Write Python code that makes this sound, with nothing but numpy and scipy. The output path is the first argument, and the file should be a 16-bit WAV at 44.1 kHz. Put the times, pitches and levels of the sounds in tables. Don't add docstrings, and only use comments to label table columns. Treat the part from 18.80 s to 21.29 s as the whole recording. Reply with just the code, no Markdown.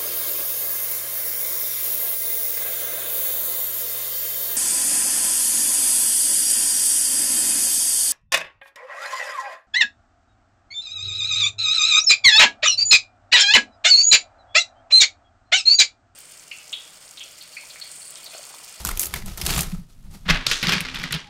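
import sys
import numpy as np
from scipy import signal
from scipy.fft import rfft, irfft, next_fast_len
from scipy.io import wavfile

SR = 44100
rng = np.random.default_rng(int(sys.argv[2]) if len(sys.argv) > 2 else 0)


def pcm_store(signal):
    levels = np.round(np.clip(np.atleast_2d(signal), -1, 1) * 32767)
    wavfile.write(sys.argv[1], SR, levels.astype(np.int16).T)


def gain_from_decibels(decibels):
    exponent = np.asarray(decibels, float) / 20
    return 10 ** exponent


N = 109941


def rms_one(x):
    return x / np.sqrt(np.mean(x ** 2) + 1e-20)


def drift(rate_hz):
    r = np.exp(-2 * np.pi * rate_hz / SR)
    wander = signal.lfilter([1], [1, -2 * r, r * r], rng.standard_normal(N + SR))
    return rms_one(wander[SR:])


def band(x, low_hz, high_hz):
    sos = signal.butter(2, [low_hz, min(high_hz, .45 * SR)], "band", fs=SR, output="sos")
    return signal.sosfilt(sos, x)


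def ring(x, hz, t60_s):
    r, w = gain_from_decibels(-60 / (t60_s * SR)), 2 * np.pi * hz / SR
    return signal.lfilter([0, np.sin(w)], [1, -2 * r * np.cos(w), r * r], x + 1e-18)


def coloured(x, spectrum):
    hz, db = np.transpose(spectrum)
    f = np.maximum(np.arange(N // 2 + 1) * SR / N, 1)
    gain_db = np.interp(np.log(f), np.log(hz), db, left=-80, right=-80)
    return rms_one(irfft(rfft(x) * gain_from_decibels(gain_db), N))


def grains(count, per_s, spread_db):
    size_db = spread_db * np.minimum(rng.exponential(1, count), 4)
    size = gain_from_decibels(size_db) * rng.choice([-1, 1], count)
    return size * (rng.random(count) < per_s / SR)


def pressure(gestures):
    s, db = np.concatenate(gestures).T
    return np.interp(np.arange(N) / SR, s, db, left=-99, right=-99)


# pitch_hz, level_db (per Hz)
ROOM_TONE_COLOUR = [(8.8, -43), (15, 7), (66, -10), (201, -13.5), (312, -37.5), (11600, -53), (13400, -80),
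                    (16000, -49)]


def room_tone():
    return gain_from_decibels(-44.5 + 6.9 * drift(3.5)) * coloured(rng.standard_normal(N), ROOM_TONE_COLOUR)


# pitch_hz, t60_s, riffle_db, bridge_db
TABLE_MODES = [(68.3, 0.19, 2.5, -15.5), (172.8, 0.025, -2, -2), (258.2, 0.13, -19, -7.5),
               (371.4, 0.013, -4.5, -14)]


def hum():
    follow = 0.92
    riffle, slap, bridge = [gain_from_decibels(-40 + follow * (pressure(gestures) + 33.5))
                            for gestures in (RIFFLE_PRESSURE, SLAP_PRESSURE, BRIDGE_PRESSURE)]
    out = 0
    for hz, t60_s, riffle_db, bridge_db in TABLE_MODES:
        mode = ring(ring(rng.standard_normal(N), hz, t60_s), hz, t60_s)
        shake = gain_from_decibels(riffle_db) * riffle + gain_from_decibels(bridge_db) * (slap + bridge)
        out = out + shake * rms_one(mode)
    return out


# start_s, level_db, pitch_hz
FRAME_SHOVES = [(.002, -25.5, 60), (0.073, -16.5, 63.7), (0.108, -16, 28.8), (0.162, -22, 66.6),
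                (0.332, -22.5, 66), (0.632, -16.5, 65.5), (0.682, -16, 26.4), (0.752, -13, 58),
                (0.839, -24, 30.7), (0.959, -31, 29), (1.509, -10, 25.2), (1.494, -16, 61), (1.61, -49, 25),
                (2.337, -28, 63.6)]


def shoves():
    out, t = np.zeros(N + SR), np.arange(SR // 2) / SR
    cycles = 5.56
    for s, db, hz in FRAME_SHOVES:
        rise = 1 - np.exp(-t * hz * 0.95)
        fall = gain_from_decibels(db + 6.5 - 60 * t * hz / cycles)
        out[int(s * SR):][:len(t)] += fall * rise * np.sin(2 * np.pi * hz * t)
    return out[:N]


# start_s, level_db, pitch_hz
TABLETOP_KNOCKS = [(0.36, -36.5, 127), (0.465, -38, 178), (0.625, -33, 156), (0.678, -31.5, 155),
                   (0.705, -27, 161), (0.77, -24, 146.7), (0.787, -23.5, 161), (0.931, -23, 175.3),
                   (0.989, -32.5, 175), (1.352, -42, 184), (1.465, -29.5, 180), (1.502, -16.5, 163.8),
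                   (1.674, -33, 132), (1.835, -27, 184), (1.877, -21, 170), (1.929, -26.5, 164),
                   (1.965, -25.5, 177), (2.01, -29.5, 176.4), (2.244, -31.5, 169), (2.314, -29.5, 147),
                   (2.348, -25.5, 158.5)]


def knocks():
    out, t = np.zeros(N + SR), np.arange(SR // 2) / SR
    rise_s = .012
    swell = (t / rise_s) ** 2 * np.exp(2 - 2 * t / rise_s)
    for s, db, hz in TABLETOP_KNOCKS:
        start = int((s - .5 * rise_s) * SR)
        out[start:][:len(t)] += gain_from_decibels(db + 2) * swell * np.sin(2 * np.pi * hz * t)
    return out[:N]


def squeak():
    start_s, pitch_hz, level_db, rise_s = 2.445, 825, -49, .012
    t = np.maximum(np.arange(N) / SR - start_s, 0)
    level = gain_from_decibels(level_db + 1 + drift(20)) * (1 - np.exp(-t / rise_s))
    return level * np.sin(2 * np.pi * pitch_hz * t)


def ticks():
    ticks_per_s, tick_s, ring_cycles = 450, .0015, 7
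    struck, dealt = np.abs(grains(N, ticks_per_s, 3.3)), rng.integers(0, 10, N)
    fall, out = np.exp(-1 / (tick_s * SR)), 0
    for k, hz in enumerate(np.geomspace(1200, 12000, 10)):
        envelope = signal.lfilter([1], [1, -fall], struck * (dealt == k))
        burst = envelope * rng.standard_normal(N)
        tone = rms_one(ring(burst, hz, ring_cycles / hz))
        out = out + tone * np.sqrt(hz / 4000) + .5 * rms_one(burst)
    return rms_one(out)


def slide(gestures, colour, tick):
    grit = rms_one(grains(N, per_s=8000, spread_db=2.8))
    rub = grit + rng.standard_normal(N) + gain_from_decibels(-5) * tick
    flutter_db = 2 * drift(105)
    return gain_from_decibels(pressure(gestures) + flutter_db) * coloured(rub, colour)


# start_s, level_db
RIFFLE_PRESSURE = [
    [(0, -34.5), (.04, -45), (.06, -32), (.15, -43.5), (.21, -38.5), (.32, -45.5), (.37, -35), (.45, -56.5),
     (.47, -40), (.565, -50.5)],
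    [(.58, -40), (.65, -37), (.69, -28.5), (.72, -28.5), (.8, -29.5), (.88, -45.5), (.95, -49.5),
     (1.05, -68)],
    [(1.06, -72), (1.105, -56.5), (1.15, -65), (1.29, -64.5), (1.35, -47), (1.4, -60), (1.46, -62)],
]
# pitch_hz, level_db (per Hz)
RIFFLE_RUB = [(290, -29), (500, -3.5), (740, -1.5), (1180, -6), (1280, 0), (1600, -8.5), (4400, -4),
              (12500, -8.5), (16000, -16)]


def riffle_slide(tick):
    return slide(RIFFLE_PRESSURE, RIFFLE_RUB, tick)


# start_s, level_db
SLAP_PRESSURE = [
    [(1.45, -65), (1.46, -36.5), (1.478, -41), (1.49, -22.5), (1.504, -20.5), (1.515, -24.5), (1.56, -26.5),
     (1.6, -34.5), (1.664, -39)],
]
# pitch_hz, level_db (per Hz)
SLAP_RUB = [(240, -54), (400, -14), (666, -12), (1730, -3), (3750, -8), (10100, -35.5), (14400, -46),
            (16000, -69)]


def slap_slide(tick):
    return slide(SLAP_PRESSURE, SLAP_RUB, tick)


# start_s, level_db
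BRIDGE_PRESSURE = [
    [(1.828, -22), (1.834, -24), (1.868, -26.5), (1.895, -21.5), (1.918, -25.5), (1.94, -22), (2.0, -33),
     (2.13, -39.5), (2.15, -35.5), (2.23, -36.5), (2.25, -33.5), (2.3, -40), (2.35, -27), (2.4, -42.5),
     (2.49, -52.5)],
]
# pitch_hz, level_db (per Hz)
BRIDGE_RUB = [(290, -7.5), (500, -4.5), (562, -7.5), (1090, -2), (1380, 1), (3110, 3), (4870, -2.5),
              (11800, -27.5), (16000, -47)]


def bridge_slide(tick):
    return slide(BRIDGE_PRESSURE, BRIDGE_RUB, tick)


# start_s, level_db
FLUTTER_PRESSURE = [
    [(.193, -75), (.197, -18.5), (.215, -27.5), (.24, -35), (.27, -30), (.3, -58)],
]
# pitch_hz, level_db (per Hz)
FLUTTER_RUB = [(880, -46), (1500, -24), (2510, -15), (3840, -17), (5170, -15), (11200, -2.5), (16000, -6)]


def flutter_slide(tick):
    return slide(FLUTTER_PRESSURE, FLUTTER_RUB, tick)


# start_s, level_db
SPREAD_PRESSURE = [
    [(1.663, -53), (1.668, -11), (1.676, -34), (1.683, -27), (1.71, -24.5), (1.725, -21), (1.76, -31),
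     (1.826, -33.5)],
]
# pitch_hz, level_db (per Hz)
SPREAD_RUB = [(240, -11), (400, -8.5), (839, -14), (1440, -1.5), (2050, -5), (3870, 1.5), (6540, -4.5),
              (16000, -32)]


def spread_slide(tick):
    return slide(SPREAD_PRESSURE, SPREAD_RUB, tick)


def snaps(rows, low_hz, split_hz, top_hz):
    out, t = np.zeros(N + SR), np.arange(SR // 8) / SR
    for s, body_db, edge_db, hz, hold_ms in rows:
        fall = np.exp(-np.maximum(t - hold_ms / 1000, 0) / .0016)
        crack = (1 + .6 * np.exp(-t / .0008)) * fall
        contact = 3.6 * (t == 0)
        crackle = grains(len(t), per_s=7000, spread_db=2.6) + contact
        rattle = gain_from_decibels(-16) * np.exp(-t / .014) * rng.standard_normal(len(t))
        x = crackle * crack + rattle
        body_low_hz = np.clip(0.3 * hz, low_hz, 1900)
        body = band(band(x, body_low_hz, split_hz), low_hz * 0.57, split_hz)
        edge = band(band(x, split_hz, top_hz), low_hz, top_hz)
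        tone = ring(x, hz, .0055 * np.sqrt(2000 / hz))
        body, edge, tone = [part / np.abs(part).max() for part in (body, edge, tone)]
        i = int((s + .0006) * SR)
        out[i:i + len(t)] += gain_from_decibels(body_db - 3.5) * (body + gain_from_decibels(-1) * tone) + gain_from_decibels(edge_db - 3.5) * edge
    return out[:N]


# start_s, body_db, edge_db, pitch_hz, hold_ms
THUMB_SNAPS = [(.0493, -16.5, -2, 1480, 2.1), (.0702, -17, -8.5, 8600, 7), (.0887, -16.5, -9, 1420, 3.4),
               (.1106, -21, -13.5, 2020, 5.2), (.169, -41, -24, 6000, 2), (.173, -16.5, -8.5, 7140, 3.3),
               (.1945, -26, 0, 11300, 2.6), (.2035, -40, -17, 11000, 1), (.207, -30, -8, 11200, 3),
               (.2299, -23.5, -11, 2800, 7.4), (.244, -28, -10, 8980, 2), (.2568, -36, -7.5, 8580, 2.8),
               (.3385, -14.5, -9.5, 2300, 3.9), (.3596, -22, -17, 2200, 3.6), (.4219, -29.5, -35, 2010, 2),
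               (.4594, -35, -19, 980, 3.7), (.4823, -31, -30, 1990, 2.2), (.5743, -30, -13.5, 2220, 4.7),
               (.6137, -15, -8, 5130, 6.6), (.652, -24, -11, 4600, 4.5), (.6636, -10, -2.5, 3950, 4.2),
               (.677, -25, -16, 9000, 1), (.702, -13, -18, 4530, 2), (.7055, -13.5, -5, 4530, 1.3),
               (.725, -20, -27, 3370, 6.1), (.737, -11.5, -27, 7200, 2), (.753, -26, -17, 7550, 1.7),
               (.7629, -11, -23, 7150, 3), (.7773, -16.5, -7, 1400, 6), (.7903, -8, -3, 7150, 2.2),
               (.8072, -42, 0, 12000, 0.25), (.8095, -34, -3, 7400, .4), (.82, -34, -9, 6540, 2.4),
               (.8315, -25.5, -8.5, 2140, 0.9), (.916, -35, -33, 2500, 7.1)]


def riffle_snaps():
    return snaps(THUMB_SNAPS, low_hz=592, split_hz=5720, top_hz=14930)


# start_s, body_db, edge_db, pitch_hz, hold_ms
ARCH_SNAPS = [(1.4568, -31, -43, 1280, 4.3), (1.48, -29, -33, 3240, 2.3), (1.4872, -17, -30, 1360, 1),
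              (1.493, -14, -32, 1470, 1), (1.4972, -8, -18, 1610, 1.7), (1.4992, -5, -14.5, 2580, 10),
              (1.5045, -3, -39, 2670, 5.2), (1.545, -15, -32, 2660, 3), (1.6652, -9.5, -15, 4850, 3.2),
              (1.7128, -7, -12, 2950, 6.4), (1.741, -23, -35, 3500, 0.55), (1.828, -12.5, -14.5, 4800, 2.6),
              (1.838, -13, -19, 2430, 1.7), (1.851, -21, -27, 2900, 1.5), (1.8694, -7.5, -16.5, 4670, 1.8),
              (1.8835, -12, -20, 4270, 1.4), (1.8915, -4, -11.5, 1470, 2.1), (1.9035, -28, -22, 2550, 1.3),
              (1.9215, -4.5, -9, 2900, 1.6), (1.9262, -10, -28, 2880, 1.5), (1.93, -12, -16, 2830, 1.4),
              (1.9335, -11, -19, 2870, 3), (2.0053, -12, -12.5, 2720, 7), (2.0502, -18, -42, 2080, 6),
              (2.0851, -20, -41, 2600, 3), (2.144, -20.5, -31, 2720, 1.3), (2.1485, -22, -22, 2440, 1.7),
              (2.157, -18, -38, 3420, 2.2), (2.164, -20.5, -33, 2560, 1), (2.1885, -31, -26, 1980, 1),
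              (2.198, -20, -28, 3040, 1.5), (2.2168, -21, -34, 2170, 2.8), (2.2325, -29, -24, 3500, .5),
              (2.2382, -11.5, -24.5, 2080, 3.3), (2.3081, -17, -29, 1960, 4.2), (2.3235, -20, -10, 4400, 2),
              (2.3271, -13, -21.5, 3750, 3.4), (2.3405, -15.5, -22, 3470, 5), (2.3475, -24, -23, 2490, 2)]


def bridge_snaps():
    return snaps(ARCH_SNAPS, low_hz=1050, split_hz=5630, top_hz=14100)


def room(x):
    t60_s, wall_cut_hz = 0.29, 5100
    size = next_fast_len(N + SR)
    z = np.exp(-2j * np.pi * np.arange(size // 2 + 1) / size)
    dull = np.exp(-2 * np.pi * wall_cut_hz / SR)
    wall = (1 - dull) / (1 - dull * z)
    total = 0
    for k, lag in enumerate((rng.uniform(.007, 0.027, 10) * SR).astype(int)):
        loop = gain_from_decibels(-60 * lag / SR / t60_s) * wall * z ** lag
        total = total + (-1) ** k * loop / (1 - loop)
    return irfft(rfft(x, size) * total, size)[:N]


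def scene():
    tick = ticks()
    cards = riffle_snaps() + bridge_snaps()
    for rub in (riffle_slide, slap_slide, bridge_slide, flutter_slide, spread_slide):
        cards = cards + rub(tick)
    air = room_tone()
    cards = cards + gain_from_decibels(-19.5) * room(cards)
    wood = shoves() + knocks() + hum()
    return (cards + wood + squeak() + air)[None]


def low_pass(x):
    return signal.sosfilt(signal.butter(12, 16860, fs=SR, output="sos"), x)


def record(dry):
    dry = signal.sosfilt(signal.cheby2(14, 45, 16100, fs=SR, output="sos"), dry)
    mix = 2 * np.tanh(dry / 2)
    return low_pass(mix)


dry = scene()
out = record(dry)
pcm_store(out)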